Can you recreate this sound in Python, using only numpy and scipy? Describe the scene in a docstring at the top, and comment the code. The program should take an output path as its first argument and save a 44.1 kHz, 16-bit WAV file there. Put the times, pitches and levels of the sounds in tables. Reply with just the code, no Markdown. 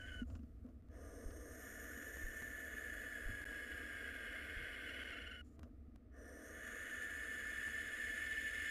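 """The rough whistle that ends one screech, then two more long hissing screeches of a barn owl in a wooden box.
Each opens as a rush of air (shaped noise), then a rasp catches (noise ringing at the pitch of the syrinx)
and gives way towards the end to an unsteady whistle (sines); moving resonances of the bill shape the hiss.
A low hum of filtered noise lies below; feet knock (damped sines), claws scrape, dry ticks and squeaks pass,
and the sound cuts out now and then for a few milliseconds."""
import sys
import numpy as np
from scipy import signal
from scipy.fft import rfft, irfft, next_fast_len
from scipy.io import wavfile
from scipy.ndimage import uniform_filter1d

SR = 44100
rng = np.random.default_rng(int(sys.argv[2]) if len(sys.argv) > 2 else 0)


def to_wav(sig):
    """Store sig (one row per channel, or 1-D mono) as 16-bit WAV at the path in sys.argv[1].

    Samples outside -1..1 are clipped; the rate is SR.
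    """
    pcm = np.clip(np.atleast_2d(sig), -1, 1) * 32767
    pcm = np.round(pcm).astype(np.int16)
    wavfile.write(sys.argv[1], SR, pcm.T)  # frames by channels


N = 383669

TIME = np.arange(N) / SR
# turbulence is shaped in overlapping frames of 2048 samples, 512 apart
FRAME_S = np.arange(N // 512 + 6)[:, None] * 512 / SR
BIN_HZ = np.fft.rfftfreq(2048, 1 / SR)

# Spectrum of the rush of air, in screeches and sighs. Each row: frequency in Hz, relative level in dB per Hz.
RUSH_SPECTRUM = [(150, -35), (200, -49.5), (240, -1.5), (305, 1.5), (360, -8.5), (480, 1.5), (570, -7),
                 (640, -2), (720, -8), (800, -30), (1000, -21), (1200, -13.5), (1500, -20.5), (2500, -43.5)]


def gain_of(db):
    """Decibels to amplitude."""
    return 10 ** (np.asarray(db) / 20)


def evened(x):
    """Scaled to an rms of one."""
    return x / np.sqrt(np.mean(x ** 2) + 1e-20)


def spectrum(points, hz):
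    """Gain of a (Hz, dB) table, joined by straight lines on a log-frequency axis."""
    f, db = np.transpose(points)
    return gain_of(np.interp(np.log(hz + 1), np.log(f), db))


def curve(rows, t):
    """A (seconds, value) table read at times t."""
    s, value = np.transpose(rows)
    return np.interp(t, s, value)


def add(mix, s, sound):
    """Lays a sound into the mix at s seconds."""
    part = mix[max(round(s * SR), 0):][:len(sound)]
    part += sound[:len(part)]


def coloured(x, gain):
    """Filters x by a gain that is a function of frequency."""
    size = next_fast_len(len(x))
    hz = np.fft.rfftfreq(size, 1 / SR)
    return irfft(rfft(x, size) * gain(hz), size)[:len(x)]


def wander(rate_hz):
    """Smooth random drift of rms one, mostly slower than rate_hz, drawn at every 16th sample."""
    noise = rng.standard_normal(next_fast_len(N // 16 + 2))
    steps = coloured(noise, lambda hz: np.exp(-(hz / 16 / rate_hz) ** 2))
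    return evened(np.interp(np.arange(N) / 16, np.arange(len(steps)), steps))


def resonance(hz, centre, half_width):
    """Gain of a resonance: one at its centre, a half at half_width to either side."""
    return 1 / (1 + ((hz - centre) / half_width) ** 2)


def resonances(rows, hz):
    """Summed gain of a (Hz, full width Hz, dB) table of resonances."""
    return sum(gain_of(db) * resonance(hz, f, width / 2) for f, width, db in rows)


def bumps(rows, hz):
    """Level in dB of a (Hz, width Hz, dB) table of bell-shaped peaks and notches."""
    return sum(db * 2 ** -(2 * (hz - f) / width) ** 2 for f, width, db in rows)


def box(hz):
    """Gain of the standing waves between the boards."""
    # Peaks and notches that the box gives the screeches. Each row: centre in Hz, width in Hz, height in dB.
    box_modes = [(1154, 55, -9.5), (1191, 41.7, 8.5), (1346, 61, -15.5), (1450, 110, 3.5), (1657, 78, 8.5),
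                 (1766.5, 55, 15), (1792.6, 38.8, -11), (1843, 105, 6), (1948, 55, 5), (2144, 73, 8.5),
                 (2276, 45, 6), (2318, 55, -14), (2920, 55, 7), (2995, 79, 12), (3036, 41, -20),
                 (3350, 83, 10.5), (3967, 130, -2), (4265, 75, 6.5), (6170, 220, -5), (6400, 79, 3.5),
                 (6800, 53, -18), (6860, 160, 1.5), (7350, 55, 2), (7700, 490, -4.5), (8570, 150, 6.5),
                 (9211, 18, 7.5), (9480, 180, 7.5), (9790, 120, 3), (10600, 95, -3.5), (11450, 97, 3),
                 (1868, 30, 2), (10300, 110, -8)]
    return gain_of(bumps(box_modes, hz))


def walls(x, t60=0.025, wet_db=-7):
    """Dense early echoes between the close walls comb the treble finely."""
    t = np.arange(SR // 10) / SR
    echo = rng.standard_normal(len(t)) * gain_of(-60 * t / t60) * (t > .002)
    echo *= gain_of(wet_db) / np.linalg.norm(echo)
    echo[0] = 1  # the direct sound
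    return signal.oaconvolve(x, echo / np.linalg.norm(echo))[:N]


def turbulence(shape):
    """Noise of steady power in a moving spectral shape, heard through the box."""
    gain = shape * box(BIN_HZ) * np.ones_like(FRAME_S)
    gain = gain / np.linalg.norm(gain, axis=1, keepdims=True)
    z = gain * (rng.standard_normal(gain.shape) + 1j * rng.standard_normal(gain.shape))
    return evened(signal.istft(z.T, nperseg=2048, noverlap=1536)[1][:N])


def course(t):
    """The screech under way at times t, and how far it has caught, swollen, tired and faded (each 0-1)."""
    # The screeches. Each row: start in seconds, when the rasp catches in seconds, end in seconds,
    # length of the last fade in seconds, time of locking into a whistle in seconds, rush level in dB,
    # rasp level in dB, harsh upper rasp level in dB, hiss level in dB, top hiss level in dB,
    # change of the hiss before the catch in dB, its drift after the catch in dB per second,
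    # high hiss resonance after the catch in dB, first hiss resonance in Hz.
    screeches = np.array([(-3, -2.5, .238, .035, 1.6, -65.5, -58.5, -72.5, -74.5, -80.5, -6, 0.5, -16, 6400),
                          (0.8846, 1.5, 5.42, 0.4, .17, -59.4, -56.7, -68.3, -63.8, -63.2, -7.5, -2.5, 0, 6260),
                          (6.11, 6.5, 11.7, .36, .17, -60.9, -51.8, -60.8, -67, -67, -4, 1.37, -8, 5900)])
    catch_s, swell_s, tire_s = 0.072, 1.08, 3.0
    row = np.moveaxis(screeches[np.searchsorted(screeches[:, 0], t, "right") - 1], -1, 0)
    _, catch, end, fade_s = row[:4]
    caught = .5 + .5 * np.tanh((t - catch) / (2 * catch_s))
    swollen = 1 - np.exp(-np.maximum(t - catch, 0) / swell_s)
    tired, faded = (np.clip(1 - (end - t) / length, 0, 1) for length in (tire_s, fade_s))
    return row, caught, swollen, tired, faded


def effort():
    """Gains of the rush, the rasp, the harsh upper rasp, the hiss and its top through all the screeches."""
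    attack_s, hiss_attack_s, release_s = 0.065, 0.1, 0.0078
    # each layer's change in dB: before the catch, as the rasp swells, once the owl is tired, in the last fade
    rush_early_db, rush_swell_db, rush_tired_db, rush_fade_db = 1.45, -2.5, 2.6, -12.5
    rasp_early_db, rasp_swell_db, rasp_tired_db, rasp_fade_db = -12.5, 9, -7.7, -4.3
    hiss_tired_db, hiss_fade_db, top_fade_db = -3.5, -6, -9
    # the harsh upper rasp: its level before the catch, its rise after it, its change in the last fade
    harsh_idle_db, harsh_db_per_s, harsh_fade_db = -79.5, 4.35, -9

    row, caught, swollen, tired, faded = course(TIME)
    start, catch, end, _, _, rush_db, rasp_db, harsh_db, hiss_db, top_db, early_hiss_db, drift_db_per_s, *_ = row
    early = 1 - caught
    rasping_s = np.maximum(TIME - catch, 0)
    release = np.clip((end - TIME) / release_s, 0, 1)
    voice_on, hiss_on = (release * (1 - np.exp(-(TIME - start) / rise)) for rise in (attack_s, hiss_attack_s))

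    rush = rush_db + rush_early_db * early + rush_swell_db * swollen
    rush += rush_tired_db * tired + rush_fade_db * faded ** 2
    rasp = rasp_db + rasp_early_db * early + rasp_swell_db * swollen
    rasp += rasp_tired_db * tired ** 2.1 + rasp_fade_db * faded
    harsh = harsh_idle_db * early + harsh_db * caught + harsh_db_per_s * rasping_s + harsh_fade_db * faded
    blow = early_hiss_db * early + drift_db_per_s * rasping_s
    hiss = hiss_db + blow + hiss_tired_db * np.sqrt(tired) + hiss_fade_db * faded
    top = top_db + blow + top_fade_db * faded
    voice_gains = voice_on * gain_of([rush, rasp, harsh])
    return *voice_gains, hiss_on ** 1.5 * gain_of(hiss), hiss_on ** 2 * gain_of(top)


def syrinx(t):
    """Pitch in Hz, share of the rasp that is a whistle, and the narrow ring at the pitch in dB."""
    # The first whistle cracks once: time in seconds, half length in seconds, pitch lift in Hz,
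    # share of the whistle lost (0-1).
    crack_s, crack_length, lift_hz, lost = (0.089, 0.02502, 49.65, .4)
    # the pitch sags with tiring and drops as the voice stops
    pitch_hz, sag_hz, drop_hz, drop_s = 1763, 275.3, 140, .014
    # the ring sharpens as the rasp swells
    ring_early_db, ring_swell_db, ring_tired_db = -5, 24.5, -11.5
    # share of whistle (0-1): far from the end of a screech and at the very end
    whistle_least, whistle_most = 0.039, 0.933

    (_, _, end, _, lock_s, *_), _, swollen, tired, _ = course(t)
    left = np.maximum(end - t, 0)
    crack = np.exp(-((t - crack_s) / crack_length) ** 2)
    pitch = pitch_hz - sag_hz * tired - drop_hz * np.exp(-left / drop_s) + lift_hz * crack
    share = whistle_least + (whistle_most - whistle_least) * np.exp(-left / lock_s)
    ring_db = ring_early_db + ring_swell_db * swollen + ring_tired_db * tired
    return pitch, share * (1 - lost * crack), ring_db


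def whistle(pitch, share, jitter=.035, steady_jitter=0.00589, jitter_hz=190, shimmer_db=3.5, third_db=-24):
    """The syrinx swings more steadily the more it locks: fundamental and overtones, heard through the box."""
    unsteady = steady_jitter + jitter * (1 - share)
    turns = np.cumsum(pitch * (1 + unsteady * wander(jitter_hz))) / SR
    swing = gain_of(shimmer_db * wander(160))
    first, second, third = (swing * np.sin(2 * np.pi * k * turns) for k in range(1, 4))
    parts = coloured(first, box), coloured(second + gain_of(third_db) * third, box)
    # each part is held to an rms near one over 57 ms
    return [x / np.sqrt(uniform_filter1d(x ** 2, size=2500) + 1e-9) for x in parts]


def bill_shape(high_hz=11950, high_half_width_hz=650, high_early_db=-13, middle_growth=1.3):
    """The hiss resonances slide and widen as the bill opens; its notches fill in and new peaks come out."""
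    # Broad spectrum of the hiss. Each row: frequency in Hz, relative level in dB per Hz.
    hiss_spectrum = [(2500, -33), (4000, -2), (5000, -2.5), (7000, 1), (10500, 0.5), (12600, 3.5),
                     (13150, 0), (13450, -16), (15200, -10), (16000, -30)]
    # How wide the bill is open. Each row: time in seconds, opening (0-1).
    bill_opening = [(.25, .48), (.9, .03), (1.6, .07), (2.3, 0.17), (3.3, 0.6), (5.3, 0.92), (6.1, 0.04),
                    (6.5, 0.17), (7.3, 0.5), (8.7, 0.6)]
    # Resonances that come out as the gape widens. Each row: centre in Hz, width in Hz,
    # level in dB against the turbulence between the resonances.
    gape_peaks = [(5150, 150, 7.5), (10580, 290, 12), (7840, 400, -3)]
    # Side-cavity notches, fading as the bill opens. Each row: centre in Hz, width in Hz, dB when shut.
    side_notches = [(4500, 680, -7.5), (7930, 440, -6), (9500, 210, -14), (11200, 280, -2)]
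    # Weaker resonances of the nearly shut bill. Each row: centre in Hz, width in Hz, level in dB when shut.
    side_peaks = [(5280, 400, -9.5), (5820, 320, -5.5), (9260, 160, -9), (10230, 240, -11),
                  (11700, 220, -12)]
    # A notch that climbs as the bill opens: Hz when shut, climb in Hz, width in Hz, depth in dB.
    notch_hz, climb_hz, notch_width, notch_db = (4600, 2200, 750, -7.5)
    # The upper edge of the hiss sinks as the bill opens: Hz when shut, fall in Hz, width in Hz, depth in dB.
    edge_hz, fall_hz, edge_width, edge_db = (13400, 800, 260, -3)
    # With tiring the low resonance hands over to a deeper one: Hz, half width in Hz, share handed over (0-1).
    deep_hz, deep_half_width, handover = (5800, 260, 0.55)
    # throat and bill resonances move as the rasp catches, then slide up as the bill opens
    low_hz, low_slide_hz, low_half_width_hz, low_early_half_width_hz = 6690, 350, 460, 130
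    middle_hz, middle_jump_hz, middle_slide_hz = 8680, 119, 990
    middle_half_width_hz, middle_blur_hz = 190, 280
    shut_db, open_db = -20.5, 2.5  # turbulence between those resonances

    (*_, high_db, first_hz), caught, _, tired, _ = course(FRAME_S)
    early = 1 - caught
    opening = np.clip(curve(bill_opening, FRAME_S), 0, 1)
    nearly_shut = (1 - opening) ** 2
    between = gain_of(shut_db + (open_db - shut_db) * opening)

    low = early * first_hz + caught * (low_hz + low_slide_hz * opening)
    low_half_width = early * low_early_half_width_hz + caught * low_half_width_hz
    middle = middle_hz + middle_jump_hz * caught + middle_slide_hz * opening
    middle_half_width = middle_half_width_hz + middle_blur_hz * between
    high_gain = gain_of(early * high_early_db + caught * high_db)
    peaks = (1 - handover * tired) * resonance(BIN_HZ, low, low_half_width)
    peaks += handover * tired * (1 + between) * resonance(BIN_HZ, deep_hz, deep_half_width)
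    peaks += (1 + middle_growth * between) * resonance(BIN_HZ, middle, middle_half_width)
    peaks += high_gain * resonance(BIN_HZ, high_hz, high_half_width_hz)
    peaks += nearly_shut * resonances(side_peaks, BIN_HZ)

    gape = 1 + resonances(gape_peaks, BIN_HZ)
    edge = gain_of(edge_db / 2 * (1 + np.tanh((BIN_HZ - edge_hz + fall_hz * opening) / edge_width)))
    notches = nearly_shut * bumps(side_notches, BIN_HZ)
    notches = notches + bumps([(notch_hz + climb_hz * opening, notch_width, notch_db)], BIN_HZ)
    return spectrum(hiss_spectrum, BIN_HZ) * (peaks + between * gape) * edge * gain_of(notches)


def owl(ring_half_width_hz=32, flutter_db=0.46, grit_db=1.0, pulsing_db=0.39, waver=.011):
    """Air rushes through the throat; the syrinx rasps or whistles; the open bill hisses."""
    # Spectra of the rasp and its harsh upper part. Each row: frequency in Hz, relative level in dB per Hz.
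    rasp_spectrum = [(700, -70), (1000, -27), (1200, -11), (1450, -1.5), (1800, -4.5), (2000, -7),
                     (2400, -53), (3500, -47)]
    harsh_spectrum = [(1400, -63), (1850, -5), (2100, 2), (2400, -3.5), (2900, -6.5), (3400, -13.5),
                      (3750, -20.5), (4500, -22), (6000, -33.5), (9000, -63)]
    rush_gain, rasp_gain, harsh_gain, hiss_gain, top_gain = effort()

    ring_hz, _, ring_db = syrinx(FRAME_S)
    ring = gain_of(ring_db) * resonance(BIN_HZ, ring_hz, ring_half_width_hz)
    rasp = turbulence(spectrum(rasp_spectrum, BIN_HZ) * (1 + ring))
    # a steady push of air evens out the swells of the rasp
    rasp = evened(rasp / (uniform_filter1d(rasp ** 2, size=700) + 1e-6) ** 0.25)
    harsh = turbulence(spectrum(harsh_spectrum, BIN_HZ))

    # as the air runs out, the chaotic rasp locks into a whistle and its overtones
    pitch, share, _ = syrinx(TIME)
    share = np.clip(share, 0, 1)
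    tone, overtones = whistle(pitch * (1 + waver * wander(30.08)), share)
    voice = rasp_gain * (np.sqrt(1 - share) * rasp + np.sqrt(share) * tone)
    voice += harsh_gain * (np.sqrt(1 - share) * harsh + np.sqrt(share) * overtones)

    # the hiss and its top cross over between 7700 and 8300 Hz
    bill = bill_shape()
    upper = np.clip((BIN_HZ - 7700) / 600, 0, 1)
    hiss = hiss_gain * turbulence(bill * np.sqrt(1 - upper))
    hiss += top_gain * turbulence(bill * np.sqrt(upper))
    rush = rush_gain * turbulence(spectrum(RUSH_SPECTRUM, BIN_HZ))

    # the airflow shakes, slowly and quickly, and carries voice and hiss with it
    shake_db = flutter_db * wander(25) + grit_db * wander(220)
    voice *= evened(gain_of(shake_db + pulsing_db * wander(7.4)))
    hiss *= evened(gain_of(0.99 * shake_db))
    return rush + voice + walls(hiss)


def background():
    """A low hum of changing level over the faint noise of the box, both filtered noise."""
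    # Spectra of the hum and of the still air. Each row: frequency in Hz, relative level in dB per Hz.
    hum_spectrum = [(12, -11), (25, -10.5), (38, -9), (52, 4.5), (62, -5), (69, 7), (77, 0), (100, -7.5),
                    (125, -21), (165, -18.5), (250, -60.5)]
    air_spectrum = [(88, -51), (150, -36), (229, 2), (324, -5.5), (364, -18), (468, -11), (545, -24),
                    (636, -16), (954, -39.5), (1230, -24.5), (1600, -34.5), (1800, -32), (3540, -46.5),
                    (12100, -64), (15000, -60)]
    # Course of the hum. Each row: time in seconds, level in dB.
    hum_level = [(.4, -51), (.8, -56), (1.25, -54), (1.7, -59.5), (5.2, -59.5), (5.65, -56.5), (6.2, -61),
                 (8.7, -61)]
    air_db = -66
    hum = evened(coloured(rng.standard_normal(N), lambda hz: spectrum(hum_spectrum, hz)))
    air = evened(coloured(rng.standard_normal(N), lambda hz: spectrum(air_spectrum, hz)))
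    return gain_of(curve(hum_level, TIME)) * hum + gain_of(air_db) * air


def thud(t, db, hz, t60, rise_s=0.0038):
    """One damped swing of wood."""
    return gain_of(db - 60 * t / t60) * np.sin(2 * np.pi * hz * t) * (1 - np.exp(-t / rise_s))


def knocks():
    """Each step thuds in a board, and a claw may scrape with it; heavier moves rock the box."""
    # Feet on the boards. Each row: start in seconds, thud level in dB, claw scrape level in dB,
    # both levels before the decay.
    steps = [(.217, -30.5, -90), (0.301, -44, -61.5), (.353, -42.5, -57), (0.392, -40.5, -71),
             (0.432, -43, -71), (.648, -39.5, -79), (.688, -48, -74), (1.306, -55, -57.5),
             (1.97, -43.5, -85), (3.288, -44.5, -85), (5.632, -43.5, -58), (5.879, -46, -92)]
    # What a scraping claw rings with. Each row: centre in Hz, width in Hz, level in dB.
    claw_ring = [(626, 93, 18.5), (1340, 470, 9.5), (2800, 550, 0), (5400, 2500, -7.5)]
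    # Heavier shifts of weight. Each row: start in seconds, level before the decay in dB, pitch in Hz.
    thumps = [(.318, -38, 81.5), (1.255, -37.5, 31.4), (2.238, -35, 29.2), (3.258, -33.5, 30.4),
              (3.292, -43.5, 99), (4.565, -41, 35.2), (4.6, -51.5, 120)]
    board_hz, board_t60, scrape_t60, thump_t60 = 241.5, .08, .05, .19  # decay times in seconds
    out, t = np.zeros(N), np.arange(SR // 3) / SR
    for s, db, claw_db in steps:
        scrape = evened(coloured(rng.standard_normal(len(t)), lambda hz: resonances(claw_ring, hz)))
        scrape *= gain_of(claw_db - 60 * t / scrape_t60)
        add(out, s, thud(t, db, board_hz, board_t60) + scrape)
    for s, db, hz in thumps:
        add(out, s, thud(t, db, hz, thump_t60))
    return out


def sighs():
    """Thin air through the owl's bill once its voice has stopped: short tapered noises."""
    # Faint air between screeches. 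Each row: start in seconds, length in seconds,
    # sibilance level in dB, low rush level in dB, both before the taper.
    breaths = [(0.249, 0.15, -81, -66), (0.62, 0.11, -103, -66.5), (5.435, 0.073, -83, -93.5),
               (5.492, 0.084, -86.5, -81), (5.553, 0.16, -101, -67.5)]
    # Spectrum of the sibilance. Each row: frequency in Hz, relative level in dB per Hz.
    sibilance = [(2500, -10), (3500, -12), (6200, -8), (7200, 3), (8200, -12), (9100, -10), (9400, 0),
                 (9800, -16), (12200, -13), (13500, -19)]
    out = np.zeros(N)
    for s, length, thin_db, low_db in breaths:
        for shape, db in ((sibilance, thin_db), (RUSH_SPECTRUM, low_db)):
            air = coloured(rng.standard_normal(SR // 2), lambda hz: spectrum(shape, hz))
            air = air[:round(length * SR)]
            add(out, s, gain_of(db) * evened(air) * signal.windows.tukey(len(air), .5))
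    return out


def ticks(fall_s=0.00086):
    """Dry ticks: a sudden step that falls away at once."""
    # The ticks. Each row: start in seconds, peak in dB.
    tick_times = [(.665, -61), (.887, -60), (2.171, -42), (2.423, -39.5), (3.418, -44), (3.519, -43.5),
                  (3.934, -52.5), (5.106, -46), (8.242, -50)]
    out, t = np.zeros(N), np.arange(SR // 50) / SR
    for s, db in tick_times:
        add(out, s, gain_of(db) * np.exp(-t / fall_s))
    return out


def squeaks(length_s=0.032, jitter=0.016):
    """The tiring rasp catches in a quick run of squeaks: regular swings with strong overtones."""
    # Partials of a squeak. Each row: multiple of the pitch, level in dB against the squeak's own.
    squeak_tones = [(1, 1), (2, 3), (3, -14.5), (4, -19), (5, -18.5)]
    from_s, to_s, gap_s, scatter_s = 4.9, 5.38, .0457, .007
    pitch_hz, pitch_spread, level_db, spread_db = 1440, .06, -56.3, 4.5  # pitch spread as a fraction
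    out, swell = np.zeros(N), np.hanning(round(length_s * SR))
    waver = 1 + jitter * wander(200)
    for s in np.arange(from_s, to_s, gap_s):
        sharp, loud, late = rng.uniform(-1.02, 1, 3)
        hz = pitch_hz * (1 + pitch_spread * sharp)
        db = level_db + spread_db * loud
        turns = np.cumsum(hz * waver[round(s * SR):][:len(swell)]) / SR
        tone = sum(gain_of(db + d) * np.sin(2 * np.pi * k * turns) for k, d in squeak_tones)
        add(out, s + scatter_s * late - length_s / 2, swell * tone)
    return out


def scene():
    """Everything at the one microphone."""
    return (owl() + background() + knocks() + sighs() + ticks() + squeaks())[None]


def record(dry):
    """The sound cuts out to a small constant offset, which clicks at its edges; then the treble is cut."""
    # The gaps. Each row: start in seconds, length in seconds, level of the offset in dB.
    dropouts = [(.8163, .0067, -68), (3.4423, .0108, -66), (5.038, .005, -66), (5.5937, .0023, -53),
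                (5.9587, .0023, -53), (7.683, .003, -56)]
    edge_hz = 15450
    cut = dry.copy()
    for s, length, click_db in dropouts:
        cut[:, round(s * SR):round((s + length) * SR)] = gain_of(click_db)
    low_pass = signal.firwin(511, edge_hz, window=("kaiser", 9), fs=SR)
    return signal.oaconvolve(cut, low_pass[None], "same")


dry = scene()
out = record(dry)
to_wav(out)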